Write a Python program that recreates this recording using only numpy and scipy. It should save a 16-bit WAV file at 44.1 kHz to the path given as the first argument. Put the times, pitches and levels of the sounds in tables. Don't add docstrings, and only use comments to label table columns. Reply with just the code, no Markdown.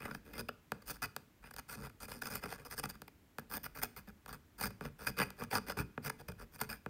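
import sys
import numpy as np
from scipy import signal
from scipy.fft import rfft, irfft, next_fast_len
from scipy.io import wavfile
from scipy.ndimage import uniform_filter1d

SR = 44100
rng = np.random.default_rng(int(sys.argv[2]) if len(sys.argv) > 2 else 0)


def dump(signal):
    limited = np.clip(np.atleast_2d(signal).T, -1, 1)
    pcm = np.round(limited * 32767).astype(np.int16)
    wavfile.write(sys.argv[1], SR, pcm)


N = 303849
FFT_SIZE = next_fast_len(N + SR, True)
BIN_HZ = np.fft.rfftfreq(FFT_SIZE, 1 / SR) + 1

# start_s, length_s, crest_fraction, level_db, bright_db, thud_db
STROKES = [(0.0, 0.17, 0.18, -51, -7.5, 0.5), (0.137, 0.047, 0.32, -59, -3, 6),
           (0.25, 0.17, 0.1, -62, -4.5, 5.5), (0.324, 0.064, 0.72, -52.5, -7, 3.5),
           (0.374, 0.036, 0.66, -41, -2.5, -1.5), (0.855, 0.061, 0.89, -46.5, 4, -5),
           (0.909, 0.059, 0.67, -59.5, 3.5, -15), (1.018, 0.042, 0.35, -38, -4.5, -9.5),
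           (1.424, 0.071, 0.53, -60, -6, -6), (1.563, 0.033, 0.92, -49.5, -1, -5),
           (1.68, 0.074, 0.65, -50.5, 2.5, -7), (1.749, 0.088, 0.53, -60, 1, 9),
           (1.812, 0.067, 0.57, -50.5, -4.5, 1.5), (2, 0.057, 0.65, -51.5, 2.5, -4.5),
           (2.079, 0.12, 0.32, -52, -0.5, -1), (2.212, 0.079, 0.63, -50, 0, 3),
           (2.299, 0.1, 0.29, -46.5, 0.5, -5), (2.412, 0.078, 0.45, -50.5, -6, 0.5),
           (2.481, 0.08, 0.46, -49, -2, -4), (2.578, 0.077, 0.17, -57.5, -5, 2),
           (2.649, 0.05, 0.02, -48, -2, -4.5), (2.698, 0.047, 0.61, -48, 1, -3),
           (2.759, 0.038, 0.97, -42.5, 4, -5.5), (2.829, 0.04, 0.08, -42.5, -5, -17),
           (2.886, 0.024, 0.6, -45.5, 0.5, -9), (2.92, 0.037, 1, -57, -6, 1),
           (3.494, 0.083, 0.66, -46, -1, -5), (3.631, 0.04, 0.38, -45.5, -1.5, -4.5),
           (3.746, 0.056, 0.68, -48.5, -2, -3), (3.813, 0.046, 0.52, -42, -3.5, -9.5),
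           (3.962, 0.049, 0.19, -50, -2, -2.5), (4.071, 0.034, 0.41, -54.5, -9, 0),
           (4.275, 0.045, 0.43, -50.5, -4, -0.5), (4.325, 0.054, 0.01, -50.5, -2.5, -2),
           (4.579, 0.096, 0.76, -41.5, -1, -5), (4.807, 0.08, 0.49, -52, -8, 4),
           (4.984, 0.12, 0.35, -54.5, -1.5, -2), (5.063, 0.04, 0.39, -42.5, 0.5, -1),
           (5.165, 0.072, 0.68, -34.5, -8.5, -2.5), (5.232, 0.06, 0.37, -64, 4, 10),
           (5.365, 0.082, 0.78, -49, -6, -4.5), (5.503, 0.08, 0.69, -35.5, -5, -6),
           (5.664, 0.06, 0.69, -41.5, -5.5, -5), (5.771, 0.056, 0.34, -39.5, -6.5, -3),
           (6.02, 0.06, 0.97, -39.5, -2.5, -5), (6.176, 0.035, 0.93, -53, -4, 0),
           (6.28, 0.034, 0.01, -44.5, -4, 2), (6.379, 0.067, 0.48, -57.5, -4.5, -0.5),
           (6.511, 0.052, 0.95, -56, 0.5, -3.5), (6.582, 0.066, 0.59, -49, -3.5, -2),
           (6.69, 0.098, 0.0, -43.5, -3.5, -6)]
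# time_s, gain_db
SIZZLE = [(0, -1.5), (2.5, -4), (3.0, -2), (3.5, 4), (3.85, 2.5), (4.3, 0), (5.2, -4), (6.89, -1)]
# start_s, level_db, bright_db
SNAGS = [(0.05, -39, -13), (0.107, -44, -16), (0.145, -42, -7), (0.333, -46, -7), (0.485, -37, -10.5),
         (0.818, -57.5, -5), (1.438, -51.5, -16), (1.507, -50.5, -3.5), (1.536, -54, 1.5),
         (1.692, -48.5, -1), (1.894, -55.5, -7), (2.115, -41, -6.5), (2.217, -40, -2.5), (2.268, -47, 6),
         (2.351, -41.5, 3.5), (2.434, -40, -6.5), (2.455, -41.5, -9), (2.521, -42.5, -7), (2.834, -40, -5),
         (2.852, -40.5, -4), (3.077, -51, -6.5), (3.391, -52, -1), (3.659, -44, -8.5), (3.83, -33.5, 0.5),
         (4.609, -37.5, -2.5), (4.703, -51.5, -7), (4.849, -42.5, -10), (5.067, -30, -9),
         (5.184, -37.5, -1), (5.416, -42.5, -21.5), (5.433, -44, -2.5), (5.509, -41.5, -6),
         (5.526, -34.5, -13.5), (5.549, -30, -6.5), (5.695, -34.5, -9.5), (5.767, -42.5, -19),
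         (6.095, -36.5, -3), (6.315, -53.5, -3), (6.611, -31, -4)]
# start_s, length_s, level_db, pitch_hz
SQUEALS = [(0.103, 0.026, -68, 5000), (0.328, 0.057, -60.5, 5050), (1.025, 0.036, -46.5, 4800),
           (1.435, 0.055, -68, 4900), (2.425, 0.026, -55, 4920), (5.209, 0.029, -39, 4760)]
# pitch_ratio, level_db
SQUEAL_PARTIALS = [(0.415, 1.5), (0.53, -2.5), (1, 0.5), (1.93, -8), (2.92, -5)]
# start_s, level_db, bright_db, thud_db
TAPS = [(0.7194, -24.5, -13.5, -5), (1.1643, -30.5, -4.5, -9.5), (1.5644, -41.5, -1, -9),
        (3.0189, -40, -4.5, -0.5), (3.3847, -30, -12, -4), (4.2611, -40.5, -9.5, -11),
        (4.8096, -33.5, -19, -1), (5.3045, -41, -3, -21), (5.9775, -29, -31.5, 1),
        (6.8617, -30, -23.5, 0.5)]
# centre_hz, width_hz, level_db
MODES = [(56.5, 35, 1), (108.7, 30, 4.5), (137, 55, 3.5), (213, 88, 6.5), (240.3, 7.5, 4.5), (295, 30, 0),
         (431, 99, 2), (475, 64, 0), (570, 93, -2), (765, 175, -4.5), (929, 204, -4.5), (1176, 190, -4.5),
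         (1412, 390, -0.5), (1664, 178, -1), (2044, 280, -8.5), (2478, 266, -5.5), (2922, 72, -12.5),
         (3445, 650, -16), (4762, 580, -6), (5062, 140, -3.5), (5810, 2360, -14), (6500, 6800, -24.5),
         (9104, 1360, -8), (9840, 330, -12), (11500, 1250, -13.5), (13400, 1250, -10), (14000, 860, -4),
         (14570, 580, -11), (15300, 660, -9.5)]
# freq_hz, level_db
ROOM_LEVEL = [(80, -2), (300, -4), (600, -17.5), (1200, -18.5), (2500, -15.5), (6000, -17.5),
              (15000, -22.5)]
# freq_hz, t60_s
ROOM_T60 = [(100, 0.29), (300, 0.32), (1000, 0.41), (2500, 0.39), (5000, 0.33), (15000, 0.31)]
# freq_hz, relative_db
AIR_SPECTRUM = [(15, -48), (25, -19.5), (86, -3.5), (113, -12), (141, -11.5), (284, -12.5), (500, -23.5),
                (2200, -28), (2810, -31), (4950, -36), (7220, -36.5), (9720, -40), (12400, -35),
                (15800, -37)]


def amp(db):
    return 10 ** (np.asarray(db) / 20)


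def unit_rms(x):
    return x / np.sqrt(np.mean(abs(x) ** 2) + 1e-20)


def log_interp(table, hz):
    freq_hz, value = np.transpose(table)
    return np.interp(np.log(hz + 1), np.log(freq_hz + 1), value)


def add(mix, start_s, sound):
    part = mix[:, max(round(start_s * SR), 0):][:, :sound.shape[1]]
    part += sound[:, :part.shape[1]]


def noise(gain):
    return unit_rms(irfft(rfft(rng.standard_normal(FFT_SIZE)) * gain, FFT_SIZE)[:N])


def band_gains(level_db, bright_db, thud_db):
    return amp(level_db + np.array([[thud_db], [0], [bright_db]]))


def still_air(level_db=-66.5):
    return amp(level_db) * noise(amp(log_interp(AIR_SPECTRUM, BIN_HZ)))


def hand_push(length_s, crest_fraction, bite_s=0.0035, lift_s=0.0034, arch_db=8):
    t = np.arange(0, length_s + 10 * lift_s, 1 / SR)
    bite = np.minimum(t / bite_s, 1)
    arch = amp(-arch_db * (2 * (np.minimum(t / length_s, 1) - crest_fraction)) ** 2)
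    lift = np.exp(-np.maximum(t - length_s, 0) / lift_s)
    return bite * arch * lift


def stick_slip(median_hz=160, unevenness=0.6, release_cycles=0.25, grip=0.23, spread_db=2.5):
    length_draw, strength_draw = rng.standard_normal((4000, 2)).T
    starts_s = np.cumsum(np.exp(unevenness * length_draw)) / median_hz
    cycles = np.interp(np.arange(N) / SR, starts_s, np.arange(len(starts_s)))
    strength = amp(spread_db * np.clip(strength_draw[cycles.astype(int)], -2, 2))
    return grip + strength * np.exp(-(cycles % 1) / release_cycles)


def burr_drag(burrs_per_s=22, rise_db=5, decay_s=0.0078):
    hits = (rng.random(N) < burrs_per_s / SR).astype(float)
    bumps = signal.lfilter([1], [1, -np.exp(-1 / (decay_s * SR))], hits)
    return unit_rms(1 + (amp(rise_db) - 1) * bumps)


def scratching(fractures_per_s=2800, spread_db=2.5, hiss_gain=0.37, trim_db=-0.65):
    power = np.zeros((3, N))
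    for start_s, length_s, crest_fraction, *bands_db in STROKES:
        add(power, start_s, (hand_push(length_s, crest_fraction) * band_gains(*bands_db)) ** 2)
    sizes = amp(spread_db * np.minimum(rng.exponential(1, N), 3)) * rng.choice([-1, 1], N)
    fractures = unit_rms(sizes * (rng.random(N) < fractures_per_s / SR))
    slips = (fractures + hiss_gain * rng.standard_normal(N)) * stick_slip()
    slip_power = uniform_filter1d(slips ** 2, size=600)
    return amp(trim_db) * np.sqrt(power / slip_power) * slips * burr_drag()


def sizzle(force, corner_hz=12300):
    top = irfft(rfft(force, FFT_SIZE) / (1 + (corner_hz / BIN_HZ) ** 20), FFT_SIZE)[:, :N]
    gain_db = np.interp(np.arange(N) / SR, *np.transpose(SIZZLE))
    return force + top * (amp(gain_db) - 1)


def tip_wander(force, depth_db=2.5, sigma_hz=150, sigma_s=0.01):
    hz, t, spectra = signal.stft(force, SR, nperseg=256)
    freq_blur = signal.windows.gaussian(41, sigma_hz / hz[1])[:, None]
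    time_blur = signal.windows.gaussian(41, sigma_s / t[1])[None]
    patches = rng.standard_normal(spectra.shape[1:])
    for blur in freq_blur, time_blur:
        patches = signal.fftconvolve(patches, blur, "same")
    tint = unit_rms(amp(depth_db * unit_rms(patches)))
    return signal.istft(spectra * tint, SR, nperseg=256)[1][:, :N]


def hand_rumble(centre_hz=52, width_hz=26, level_db=-63, margin_s=0.06):
    power = np.zeros((1, N))
    for start_s, length_s, *_ in STROKES:
        add(power, start_s, signal.windows.hann(int((length_s + 2 * margin_s) * SR))[None] ** 2)
    drag = np.roll(np.sqrt(power[0]), -int(margin_s * SR))
    return amp(level_db) * drag * noise(1 / (1 + (2 * (BIN_HZ - centre_hz) / width_hz) ** 2))


def bass_cut(thud, corner_hz):
    return signal.lfilter(*signal.butter(1, corner_hz, "high", fs=SR), thud)


def snagging(length_s=0.0086, cracks_per_s=2200, dust_gain=0.018, trim_db=-2):
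    force = np.zeros((3, N))
    t = np.arange(0, length_s, 1 / SR)
    for start_s, level_db, bright_db in SNAGS:
        chance, polarity, dust = rng.uniform(-1, 1, (3, 1024))[:, :len(t)]
        cracks = np.sign(polarity) * (abs(chance) < cracks_per_s / SR)
        volley = unit_rms((cracks + dust_gain * dust) * np.sin(np.pi * t / length_s))
        thud_db = -9 - 0.84 * bright_db
        add(force, start_s, band_gains(level_db, bright_db, thud_db) * volley)
    force[0] = bass_cut(force[0], corner_hz=216)
    return amp(trim_db) * force


def squealing(pitch_wobble=0.0196, wobble_hz=420, roughness=0.31):
    out = np.zeros(N)
    sway, flutter = (noise(1 / (1 + (BIN_HZ / wobble_hz) ** 2)) for _ in range(2))
    warped_s = np.cumsum(1 + pitch_wobble * sway) / SR
    for start_s, length_s, level_db, pitch_hz in SQUEALS:
        span = slice(int(start_s * SR), int((start_s + length_s) * SR))
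        phase = 2 * np.pi * pitch_hz * warped_s[span]
        ring = sum(amp(db) * np.sin(ratio * phase) for ratio, db in SQUEAL_PARTIALS)
        ring *= 1 + roughness * flutter[span]
        out[span] += amp(level_db) * unit_rms(ring) * signal.windows.tukey(len(phase), 0.5)
    return out


def tapping(blunt_hz=1100, knock_db=4, bounce_s=0.0019, bounce_db=-7, trim_db=-2):
    force = np.zeros((3, N))
    for start_s, *bands_db in TAPS:
        blow = band_gains(*bands_db) * np.sqrt(SR / 1000)
        add(force, start_s, blow)
        add(force[2:], start_s + bounce_s, amp(bounce_db) * blow[2:])
    force[0] = bass_cut(force[0], corner_hz=90)
    force[1] = amp(knock_db) * signal.lfilter(*signal.butter(1, blunt_hz, fs=SR), force[1])
    return amp(trim_db) * force


def tip_click(tap_force, band_hz=(2600, 7000), gain_db=2):
    return amp(gain_db) * signal.lfilter(*signal.butter(2, band_hz, "band", fs=SR), tap_force[2])


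def plate_on_desk(force, thud_hz=550, bright_hz=3740, dispersion_s=0.002842, zero_lag_hz=7000):
    gain = np.sqrt(sum(amp(db) ** 2 / (1 + (2 * (BIN_HZ - centre_hz) / width_hz) ** 2) ** 2
                       for centre_hz, width_hz, db in MODES))
    log_gain = np.log(gain + 1e-5)
    mirrored = np.r_[log_gain, log_gain[FFT_SIZE - len(BIN_HZ):0:-1]]
    minimum_phase = -signal.hilbert(mirrored).imag[:len(BIN_HZ)]
    lag_s = dispersion_s * (np.sqrt(1000 / BIN_HZ) - np.sqrt(1000 / zero_lag_hz))
    bending_phase = -2 * np.pi * np.cumsum(lag_s) * SR / FFT_SIZE
    low = 1 / (1 + (BIN_HZ / thud_hz) ** 6)
    high = 1 / (1 + (bright_hz / BIN_HZ) ** 10)
    bands = low, 1 - low - high, high
    spectrum = sum(rfft(part, FFT_SIZE) * unit_rms(gain * band) for part, band in zip(force, bands))
    return irfft(spectrum * np.exp(1j * (minimum_phase + bending_phase)), FFT_SIZE)[:N]


def room_tail(first_echo_s=0.0042):
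    hz, t, spectra = signal.stft(rng.choice([-1., 1.], SR // 2), SR, nperseg=256)
    fade = amp(-60 * t / log_interp(ROOM_T60, hz)[:, None])
    fade *= np.clip(t / first_echo_s - 1, 0, 1)
    energy = np.mean(fade ** 2, axis=1, keepdims=True) * SR / 2
    fade *= amp(log_interp(ROOM_LEVEL, hz))[:, None] / np.sqrt(energy)
    return signal.istft(spectra * fade, SR, nperseg=256)[1]


def room_echo(x, turn_s=0.11, tails=5):
    turn = np.arange(N) / SR / turn_s
    crossfades = (np.sin(np.pi / 2 * np.minimum((turn - k) % tails, 2)) for k in range(tails))
    return sum(signal.oaconvolve(x * fade, room_tail())[:N] for fade in crossfades)


def scene():
    drag_force = tip_wander(sizzle(scratching() + snagging()))
    tap_force = tapping()
    pen = plate_on_desk(drag_force + tap_force) + squealing() + tip_click(tap_force)
    return (pen + room_echo(pen) + still_air() + hand_rumble())[None]


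def record(dry):
    edge_hz = 15850
    lowpass = signal.firwin(401, edge_hz, window=("kaiser", 8), fs=SR)
    return signal.oaconvolve(dry, lowpass[None], "same")


dry = scene()
out = record(dry)
dump(out)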